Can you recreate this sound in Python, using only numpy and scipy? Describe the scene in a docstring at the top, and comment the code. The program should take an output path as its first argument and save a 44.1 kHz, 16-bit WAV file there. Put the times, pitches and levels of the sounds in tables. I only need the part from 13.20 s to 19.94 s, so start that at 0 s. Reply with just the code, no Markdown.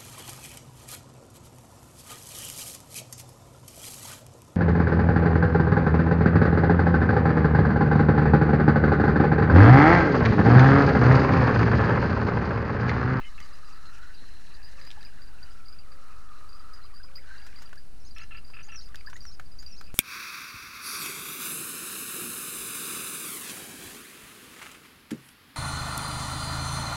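"""A reel whirrs over a low rumble and a thin steady high whine, and a rough two-note cry opens an evening
on a lake shore. An angler reels in a small fish, which splashes and flaps on the mud; the bite bell tinkles.
Reel, air and rumble are shaped noise; frogs are pulses or throbbing bands, birds bent whistles, a toad one note.
Bell and slaps are damped rings with noise; drops and bubbles are short rising tones. The bank scatters it all."""
import sys
import numpy as np
from scipy import signal
from scipy.fft import rfft, irfft
from scipy.io import wavfile

SR = 44100
rng = np.random.default_rng(int(sys.argv[2]) if len(sys.argv) > 2 else 0)


def output_pcm(signal):
    """Save a mono or channel-first signal as 16-bit PCM at the path in sys.argv[1].

    Samples are clipped to [-1, 1] before scaling.
    """
    pcm = np.clip(np.atleast_2d(signal).T, -1, 1) * 32767
    wavfile.write(sys.argv[1], SR, np.round(pcm).astype(np.int16))


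N = 297366
TIME_S = np.arange(N) / SR

# hiss of still air, spectrum shape: f/Hz, relative density/dB
AIR_SPECTRUM = [(100, -2.5), (200, -3), (400, -5), (800, -7), (1100, -9.5), (1450, -7.5), (2100, -14.5),
                (2600, -11), (3300, -18), (4400, -11), (6500, -19), (9500, -19.5), (10800, -22.5),
                (13500, -23.5), (15500, -30)]
# low rumble, spectrum shape: f/Hz, relative density/dB
RUMBLE_SPECTRUM = [(3, -8), (8, 0), (16, 6), (22, 2), (31, -7), (50, -7), (80, -14), (110, -17), (200, -22),
                   (300, -27), (600, -45), (2000, -90)]
# swell of the rumble: t/s, gain/dB
RUMBLE_SWELL = [(0, 1.5), (.6, -1.5), (1.9, 0), (2.8, -3.5), (4.2, -4), (5.0, 1), (6.1, 0), (6.74, 0)]
AIR_DB, RUMBLE_DB = -61, -47.5  # before slow level changes
# low drone and faint high hiss bands: f/Hz, width/Hz, level/dB
DRONE_AND_HIGH_BANDS = [(24, 6, -58), (49, 5, -59), (70, 12, -61), (8705, 70, -85), (9560, 600, -82),
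                        (12306, 60, -91)]
# thin high whine, the close pair beats into a trill: mean f/Hz, level/dB
THIN_TONES = [(9555, -81.5), (9579, -82.5), (13657, -91), (15032, -96)]
# crank of the reel: t/s, whirr f/Hz, relative whirr level/dB, relative line hiss level/dB
CRANK = [(0, 1205, -62, -67), (.15, 1210, -58.5, -64.5), (.5, 1255, -54.5, -66.5), (.85, 1440, -54, -65.5),
         (1.119, 1664, -72, -65.5), (1.65, 1760, -60.5, -66.5), (2.05, 1570, -66.5, -70.5),
         (2.27, 1386, -58, -70), (2.6, 1279, -64, -84), (2.849, 1257, -55, -72.5), (3.2, 1240, -56, -74),
         (3.6, 1320, -53, -74.5), (3.74, 1310, -71.5, -90), (4.0, 1500, -79, -78), (4.11, 1575, -46.5, -64),
         (4.2, 1650, -59.5, -65.5), (4.422, 1660, -74.5, -69.5), (4.65, 1625, -98.5, -99)]
# resonances of the reel body: f/Hz, width/Hz, relative level/dB
REEL_BODY = [(904.8, 382, -3.5), (1767.8, 480, 2), (2750, 420, -5.5), (4065, 520, -1), (5373, 3720, -0.5)]
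# how hard the fish stirs water and mud: t/s, patter level/dB
STIR = [(0, -66.5), (1.7, -62.5), (3.4, -66.5), (3.85, -62.5), (4.45, -60), (4.72, -77.5), (5.6, -64),
        (6.3, -72.5), (6.74, -68)]
# near frog croaks, and short rough onsets of the opening cries: t/s, length/s, pulses/count, relative level/dB
CROAKS_AND_ONSETS = [(.008, .021, 1, -48.5), (0.177, 0.021, 1, -48.5), (4.96, .09, 4, -46.5),
                     (5.106, .09, 3, -45), (5.333, .09, 4, -46.5), (5.484, 0.0824, 3, -46)]
CROAK_HZ = 1327.6  # nominal fundamental
PULSE_SPACING, PULSE_DUTY = 0.78, 0.91  # spacing under 1: pulses crowd towards the end
# throbbing rasps, far frogs and a blur over the opening cry: t/s, length/s, level/dB
THROBBING_RASPS = [(.015, 0.054, -57.5), (0.484, 0.061, -65), (0.724, 0.07, -63), (2.275, 0.15, -80),
                   (2.546, 0.094, -72), (2.881, 0.072, -67), (3.136, 0.067, -73), (3.38, 0.117, -85),
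                   (5.758, 0.063, -64), (6.429, .15, -65), (6.648, 0.082, -60.5)]
# two-note cries of a water bird: t/s, length/s, relative level/dB
CRIES = [(0.026, 0.065, -52), (.204, 0.038, -58)]
# the two notes of a cry: start f/Hz, middle f/Hz, end f/Hz
CRY_CONTOURS = [(2006, 2120, 2120), (3047, 3010, 2900)]
# thin level whistles of a second bird: t/s, length/s, relative level/dB
WHISTLES = [(.65, 0.066, -56.5), (0.992, 0.206, -61.5), (3.61, 0.0622, -60.5), (4.822, 0.402, -67)]
# whistle contour: start f/Hz, middle f/Hz, end f/Hz
WHISTLE_CONTOUR = (4280, 4080, 4170)
# short falling chips: t/s, relative level/dB
CHIPS = [(1.264, -63), (1.305, -61), (1.391, -63), (1.574, -57), (1.85, -56.5), (2.181, -61)]
CHIP_S, CHIP_CONTOUR_HZ = 0.02415, (2887.5, 2611, 2270)  # start, middle, end
# far toad: t/s, peak level/dB
HOOTS = [(.2, -68), (1.48, -64), (2.63, -65), (3.82, -65), (6.45, -70)]
HOOT_HZ, HOOT_S = 538, .24
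# flaps of the fish and knocks of the tackle: t/s, relative level/dB, centre f/Hz, relative spray/dB
SLAPS = [(0.2022, -35.5, 1940, -10), (.212, -39.5, 2140, -23.5), (1.613, -41, 1783, -22.5),
         (1.65, -46, 1740, -6.5), (1.672, -40, 1686, -24.5), (1.704, -33, 3240, -35.5),
         (1.7134, -30, 3570, -34.5), (1.829, -37, 3940, -28), (4.356, -45.5, 2390, -18),
         (4.492, -48, 1632, -10), (4.529, -37, 1518, -16.5), (4.9832, -34, 2900, -10),
         (5.3, -51, 1040, -15), (5.688, -46, 3610, -5), (5.745, -34.5, 1681, -18), (5.757, -32, 4100, -4.5),
         (5.809, -42, 2300, -16), (5.93, -36, 1598, -28), (5.965, -36.5, 4100, -6),
         (6.052, -43.5, 1434, -8.5), (6.196, -33, 1341, -16), (6.61, -39, 1330, -8.5)]
SLAP_CYCLES = 33.2  # centre-pitch cycles until the noise of a slap is 60 dB down
# wet splashes in the shallows and on the mud: t/s, relative level/dB
SPLASHES = [(4.264, -51), (4.42, -49), (4.555, -59), (5.898, -51), (5.969, -59), (6.425, -53.5)]
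SPLASH_HZ, SPLASH_T60_S, SPLASH_SPRAY_DB = 1458.6, 0.056, -3
# dull bumps of the rod: t/s, level before attack and decay/dB
BUMPS = [(0.203, -43), (1.021, -45.5)]
# firm strikes of the bite bell: t/s, relative level/dB, share on the higher half of the shell/0-1
BELL_STRIKES = [(.224, -47.5, .05), (.33, -50.5, .95), (0.447, -54, 0.75), (.525, -46.5, 0.28),
                (.943, -46.5, 0.13), (1.34, -45.5, .25), (1.428, -47, 0.3), (1.446, -47.5, .65),
                (1.613, -44.5, 0.4), (1.665, -44, 0.93), (1.808, -46.5, .2), (1.848, -43, .7),
                (2.017, -46, .2), (2.073, -51.5, .05), (2.228, -42.5, .15), (2.305, -50.5, 0.62),
                (2.455, -49, 0.37), (2.481, -42, .35), (2.525, -46.5, 0.73), (2.587, -46, 0.01),
                (2.717, -47.5, .05), (3.29, -46.5, .05), (3.328, -47.5, 0), (3.394, -47.5, .1),
                (3.534, -44.5, 0.79), (3.634, -53, .85), (3.74, -48, 0.23), (3.759, -44, 0.1),
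                (3.832, -45.5, 1), (3.955, -36, .7), (4.18, -45.5, .05), (4.215, -50.5, 0.22),
                (4.36, -45, 0), (4.385, -44, .35), (4.455, -45.5, 0.1), (4.577, -45.5, 0.4),
                (4.908, -47, .15), (5.167, -45, 0.41), (5.245, -48, 0.09), (5.275, -47, .35),
                (5.339, -47, 0.42), (5.401, -51, .05), (5.434, -46.5, 0.36), (5.483, -50, 0.5),
                (5.589, -42.5, .05), (5.656, -43, 0.4), (5.763, -48.5, .2), (5.798, -48, 0.1),
                (5.862, -39, 0.38), (6.005, -41, 0.27), (6.258, -52, 0.22), (6.316, -51, .75),
                (6.387, -37, 0.38), (6.426, -48.5, 0.63), (6.462, -36, .2), (6.583, -46, 0.7),
                (6.64, -46.5, 0.25)]
# bell modes: nominal f/Hz, relative level/dB, t60/s, share driven with the upper half/0-1
BELL_MODES = [(4752, .5, .075, 0), (4905, .5, .145, 1), (9555, -27, .1, .7), (12290, -17, .08, .7)]
REBOUND_CHANCE, REBOUND_MEAN_S, REBOUND_DB = .35, .028, -51.5
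# drops and wet squelches: t/s, starting f/Hz, relative level/dB
DROPS = [(1.773, 790, -48.5), (3.645, 1070, -53.5), (3.735, 1080, -55.5), (3.798, 1417, -50.5),
         (3.841, 1020, -55.5), (3.981, 1906, -52), (4.572, 1572, -51), (5.482, 800, -53.5),
         (5.848, 1172, -52.5), (5.872, 1587, -39.5), (5.884, 959, -52), (5.957, 1812, -45.5)]
DROP_S, DROP_RISE = .017, 0.19  # rise as a share of the starting pitch
# notes of the twittering bird: t from closing arch/s, length/s, start f/Hz, middle f/Hz, end f/Hz,
# relative level/dB, level per effort/(dB/dB)
PHRASE_NOTES = [(-.18, 0.056, 5550, 6914, 5280, -56.5, 0.45),
                (-.089, 0.0395, 5950, 5590, 5944, -55.5, 1.09), (-.05, 0.052, 6270, 5246, 5873, -48, 1.18),
                (0, .052, 5800, 6500, 4070, -60, -0.23), (.002, .046, 3750, 5165, 4330, -52, 0.27)]
# its phrases: t of closing arch/s, effort/dB, opening notes left out/count
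PHRASES = [(4.845, -11.5, 2), (4.997, -5.5, 2), (5.605, 4.5, 0), (6.108, 2, 0), (6.559, -0.5, 0)]
EDGE_HZ, OFFSET = 15750, -.036  # band limit; steady offset, full scale 1


def gain_of(db):
    """Amplitude ratio of a level in dB."""
    return 10 ** (np.asarray(db) / 20)


def evened(x):
    """Scale to rms 1."""
    return x / np.sqrt(np.mean(x ** 2) + 1e-20)


def add(mix, start_s, sound):
    """Mix a sound in at its start time, cut at the end."""
    part = mix[max(round(start_s * SR), 0):][:len(sound)]
    part += sound[:len(part)]


def clock(length_s):
    """Sample times in s."""
    return np.arange(int(length_s * SR)) / SR


def phase(hz):
    """Phase in radians, the running sum of frequency."""
    return 2 * np.pi * np.cumsum(hz) / SR


def noise(spectrum):
    """Noise of rms 1, its spectrum interpolated over log frequency."""
    point_hz, point_db = np.transpose(spectrum)
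    hz = np.fft.rfftfreq(N, 1 / SR)
    shape_db = np.interp(np.log(hz + 1), np.log(point_hz + 1), point_db)
    white = rfft(rng.standard_normal(N))
    return evened(irfft(white * gain_of(shape_db), N))


def band(hz, width_hz, size, order=1):
    """Noise of rms 1 in a fixed or moving resonance; a higher order has steeper skirts."""
    offset_hz = np.fft.fftfreq(size, 1 / SR)
    shape = 1 + (2 * offset_hz / width_hz) ** (2 * order)
    white = rng.standard_normal(size) + 1j * rng.standard_normal(size)
    slow = np.fft.ifft(np.fft.fft(white) / shape)
    carrier = np.exp(1j * phase(hz * np.ones(size)))
    return evened((slow * carrier).real)


def wander(width_hz, size):
    """Slow random motion of rms 1."""
    return band(0, width_hz, size)


def background():
    """Shaped noise for air and rumble, noise bands for drone and high hiss, wavering sines for the whine."""
    air = gain_of(AIR_DB + .5 * wander(10, N)) * noise(AIR_SPECTRUM)
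    swell_db = np.interp(TIME_S, *np.transpose(RUMBLE_SWELL))
    out = air + gain_of(RUMBLE_DB + swell_db) * noise(RUMBLE_SPECTRUM)
    for hz, db in THIN_TONES:
        out += gain_of(db) * evened(np.sin(phase(hz + 1.8 * wander(8, N))))
    for hz, width_hz, db in DRONE_AND_HIGH_BANDS:
        out += gain_of(db) * band(hz, width_hz, N)
    return out


def reel(whirr_width_hz=300, core_width_hz=130, core_share=0.48, whirr_db=-1.0, line_db=7.0):
    """A fuzzy whirr with a narrow core follows the crank; gear teeth and line rasp through the reel's body."""
    s, *controls = np.transpose(CRANK)
    pitch_hz, load_db, hiss_db = (np.interp(TIME_S, s, control) for control in controls)
    core = band(pitch_hz, core_width_hz, N, order=2)
    fuzz = band(pitch_hz, whirr_width_hz, N)
    whirr = evened(core_share * core + (1 - core_share) * fuzz)
    flutter_db = 1.2 * wander(70, N)
    body = np.zeros(N)
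    for hz, width_hz, db in REEL_BODY:
        body += gain_of(db + 3.2 * wander(27, N)) * band(hz, width_hz, N)
    rasp = evened(body) * gain_of(hiss_db + line_db + wander(190, N))
    return whirr * gain_of(load_db + whirr_db + flutter_db) + rasp


def patter(count=24, per_s=260, cycles=6, spread_db=3):
    """Tiny bubbles and mud ticks, as loud as the fish is lively; the small, high ones are weaker."""
    out, t = np.zeros(N), clock(0.026)
    for hz in np.geomspace(1150, 3400, count):
        hits = rng.random(N) < per_s / count / SR
        pops = hits * gain_of(spread_db * np.minimum(rng.exponential(1, N), 3))
        envelope = np.exp(-t * hz / cycles) * (1 - np.exp(-t * hz / 2))
        bubble = np.sin(2 * np.pi * hz * t * (1 + 2 * t)) * envelope
        out += signal.oaconvolve(pops, bubble)[:N] / np.sqrt(hz)
    return evened(out) * gain_of(np.interp(TIME_S, *np.transpose(STIR)))


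def rough_pulse(length_s, sag=0.068, fundamental_db=-8, catch_db=0, catch_hz=1740, scatter=.012):
    """A rough catch, then a sagging pitch; as in a frog's vocal sacs the second harmonic is favoured."""
    rasp_db, jitter, shimmer_db = -13, .022, 2
    t = clock(length_s)
    u, size = t / length_s, len(t)
    bend = 1 + scatter * rng.standard_normal() + sag * (.5 - u) + jitter * wander(450, size)
    turn = phase(CROAK_HZ * bend)
    tone = np.sin(2 * turn) + gain_of(fundamental_db) * np.sin(turn)
    tone = tone * np.sin(np.pi * u) * gain_of(shimmer_db * wander(280, size))
    catch = 1.123 * np.sin(2 * np.pi * catch_hz * t) + band(2005.7, 1800, size, order=2)
    catch = gain_of(catch_db) * np.exp(-t / 0.007) * catch
    rasp = gain_of(rasp_db) * band(2650, 1010, size)
    return (tone + catch + rasp) * signal.windows.tukey(size, .3)


def croaks_and_onsets(swell_db=3, level_db=-1.97):
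    """A frog croak is a quickening run of pulses, loudest in the middle; a cry's rough onset is one pulse."""
    out = np.zeros(N)
    for s, length_s, pulses, db in CROAKS_AND_ONSETS:
        edges = np.linspace(0, 1, round(pulses) + 1) ** PULSE_SPACING
        for a, b in zip(edges, edges[1:]):
            arch = np.sin(np.pi * (a + b) / 2)
            pulse = rough_pulse((b - a) * length_s * PULSE_DUTY)
            add(out, s + a * length_s, gain_of(db + level_db + swell_db * arch) * pulse)
    return out


def throbbing_rasps(hz=2600, width_hz=450, rate_hz=45, depth=0.34):
    """A throbbing noise band: far frogs blurred by distance, and a blur over the opening cry."""
    out = np.zeros(N)
    for s, length_s, db in THROBBING_RASPS:
        t = clock(length_s)
        throb = 1 - depth * np.cos(2 * np.pi * rate_hz * t)
        rasp = throb * band(hz, width_hz, len(t)) * signal.windows.tukey(len(t), .5)
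        add(out, s, gain_of(db) * rasp)
    return out


def note(length_s, contour_hz, waver=.01, flutter_db=3, lean=1.3):
    """A fluttering whistle bends along a parabola through start, middle and end pitch."""
    start, middle, end = contour_hz
    u = clock(length_s) / length_s
    bend = u ** lean if middle > max(start, end) else u  # an arch climbs slowly and drops fast
    hz = np.polyval(np.polyfit([0, .5, 1], contour_hz, 2), bend)
    whistle = np.sin(phase(hz * (1 + waver * wander(418, len(u)))))
    flutter = evened(gain_of(flutter_db * wander(270, len(u))))
    return whistle * flutter * signal.windows.tukey(len(u), .25)


def far_birds(level_db=1.0):
    """Cries, whistles and chips along the shore, each kind with one pitch contour per note."""
    out = np.zeros(N)
    for s, length_s, db in CRIES:
        add(out, s, gain_of(db) * sum(note(length_s, contour) for contour in CRY_CONTOURS))
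    for s, length_s, db in WHISTLES:
        add(out, s, gain_of(db) * note(length_s, WHISTLE_CONTOUR))
    for s, db in CHIPS:
        add(out, s, gain_of(db) * note(CHIP_S, CHIP_CONTOUR_HZ))
    return gain_of(level_db) * out


def toad():
    """Soft-edged hoots on one pure note."""
    out, t = np.zeros(N), clock(HOOT_S)
    hoot = np.sin(2 * np.pi * HOOT_HZ * t) * signal.windows.tukey(len(t), .6)
    for s, db in HOOTS:
        add(out, s, gain_of(db) * hoot)
    return out


def slap(hz, t60_s, spray_db, ring_db=2, smack_db=-4, ring_share=0.61):
    """A hollow, quickly damped ring with a noisy smack and a fine spray."""
    t = clock(0.13)
    ring_decay_db = -60 * t / (t60_s * ring_share)
    ring = gain_of(ring_db + ring_decay_db) * np.sin(2 * np.pi * hz * t)
    smack = gain_of(smack_db) * band(hz, 1.05 * hz, len(t))
    spray = 1.054 * band(5000, 5100, len(t)) + 0.26 * band(12800, 3000, len(t))
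    wet = (smack + gain_of(spray_db) * spray) * gain_of(-60 * t / t60_s)
    return (ring + wet) * (1 - np.exp(-t / 0.0015))


def slaps(slap_db=5, splash_db=5):
    """The higher a slap, the sooner it dies; splashes share one pitch, decay and amount of spray."""
    out = np.zeros(N)
    for s, db, hz, spray_db in SLAPS:
        add(out, s, gain_of(db + slap_db) * slap(hz, SLAP_CYCLES / hz, spray_db))
    for s, db in SPLASHES:
        add(out, s, gain_of(db + splash_db) * slap(SPLASH_HZ, SPLASH_T60_S, SPLASH_SPRAY_DB))
    return out


def bumps(t60_s=.06, hz=130, width_hz=380):
    """Low thuds carried through the angler's body: decaying noise bands."""
    out, t = np.zeros(N), clock(0.43)
    attack = 1 - np.exp(-t / 0.00135)
    for s, db in BUMPS:
        add(out, s, gain_of(db - 60 * t / t60_s) * band(hz, width_hz, len(t)) * attack)
    return out


def strike(upper, tick_db=-6, tick_t60_s=0.053, rattle_db=0.5):
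    """A loose pellet strikes and rattles in a slotted shell whose two halves ring at close pitches."""
    t, upper = clock(0.55), np.clip(upper, 0, 1)
    attack = 1 - np.exp(-t / .0016)
    load = 1 + .003 * rng.standard_normal()  # shifts all modes together
    ring = np.zeros(len(t))
    for hz, db, t60_s, share in BELL_MODES:
        drive = (1 - share) * (1 - upper) + share * upper
        tone = np.sin(2 * np.pi * (hz * load * t + rng.random()))
        ring += drive * gain_of(db - 60 * t / t60_s) * tone
    rattle = gain_of(np.minimum(rattle_db * wander(250, len(t)), 1))
    tick = gain_of(tick_db - 60 * t / tick_t60_s) * band(4680, 280, len(t))
    return (ring * rattle + tick) * attack


def bell():
    """Each shake of the rod gives a firm strike; at times the pellet falls back in a light rebound."""
    out = np.zeros(N)
    for s, db, upper in BELL_STRIKES:
        chance, delay, place = rng.random(3)
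        add(out, s, gain_of(db) * strike(upper))
        if chance < REBOUND_CHANCE:
            add(out, s + REBOUND_MEAN_S * (.5 + delay), gain_of(REBOUND_DB) * strike(place ** 2))
    return out


def drops(level_db=2):
    """Small air pockets ring briefly and rise in pitch."""
    out, t = np.zeros(N), clock(DROP_S)
    u = t / DROP_S
    envelope = (1 - np.exp(-t / 0.00031)) * (1 - u ** 2)
    for s, hz, db in DROPS:
        add(out, s, gain_of(db + level_db) * np.sin(phase(hz * (1 + DROP_RISE * u))) * envelope)
    return out


def twitter(level_db=-1.5):
    """A repeated phrase: a high arch, two dips, then an arch on both sides of the syrinx at once."""
    out = np.zeros(N)
    for s, effort_db, skipped in PHRASES:
        for offset_s, length_s, *contour_hz, db, follow in PHRASE_NOTES[round(skipped):]:
            note_db = level_db + db + follow * effort_db
            add(out, s + offset_s, gain_of(note_db) * note(length_s, contour_hz))
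    return out


def shore(x, t60_s=0.17):
    """Thin scatter from the reeds and the bank: sparse, decaying random echoes."""
    t = clock(.6)
    taps = rng.standard_normal(len(t)) * (rng.random(len(t)) < .05)
    taps = taps * gain_of(-60 * t / t60_s) * (t > .004)
    return signal.fftconvolve(x, taps / np.linalg.norm(taps))[:N]


def scene():
    """Animals, tackle and fish, scattered by the shore, over background and reel."""
    animals = croaks_and_onsets() + throbbing_rasps() + twitter() + far_birds() + toad()
    near = bell() + drops() + slaps() + patter() + bumps()
    scatter = shore(gain_of(-10.5) * animals + gain_of(-13.0) * near)
    return (background() + reel() + animals + near + scatter)[None]


def record(dry):
    """Low-pass band limit, then a steady offset."""
    lowpass = signal.firwin(511, EDGE_HZ, window=("kaiser", 9), fs=SR)
    return OFFSET + signal.oaconvolve(dry, lowpass[None], "same")


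dry = scene()
out = record(dry)
output_pcm(out)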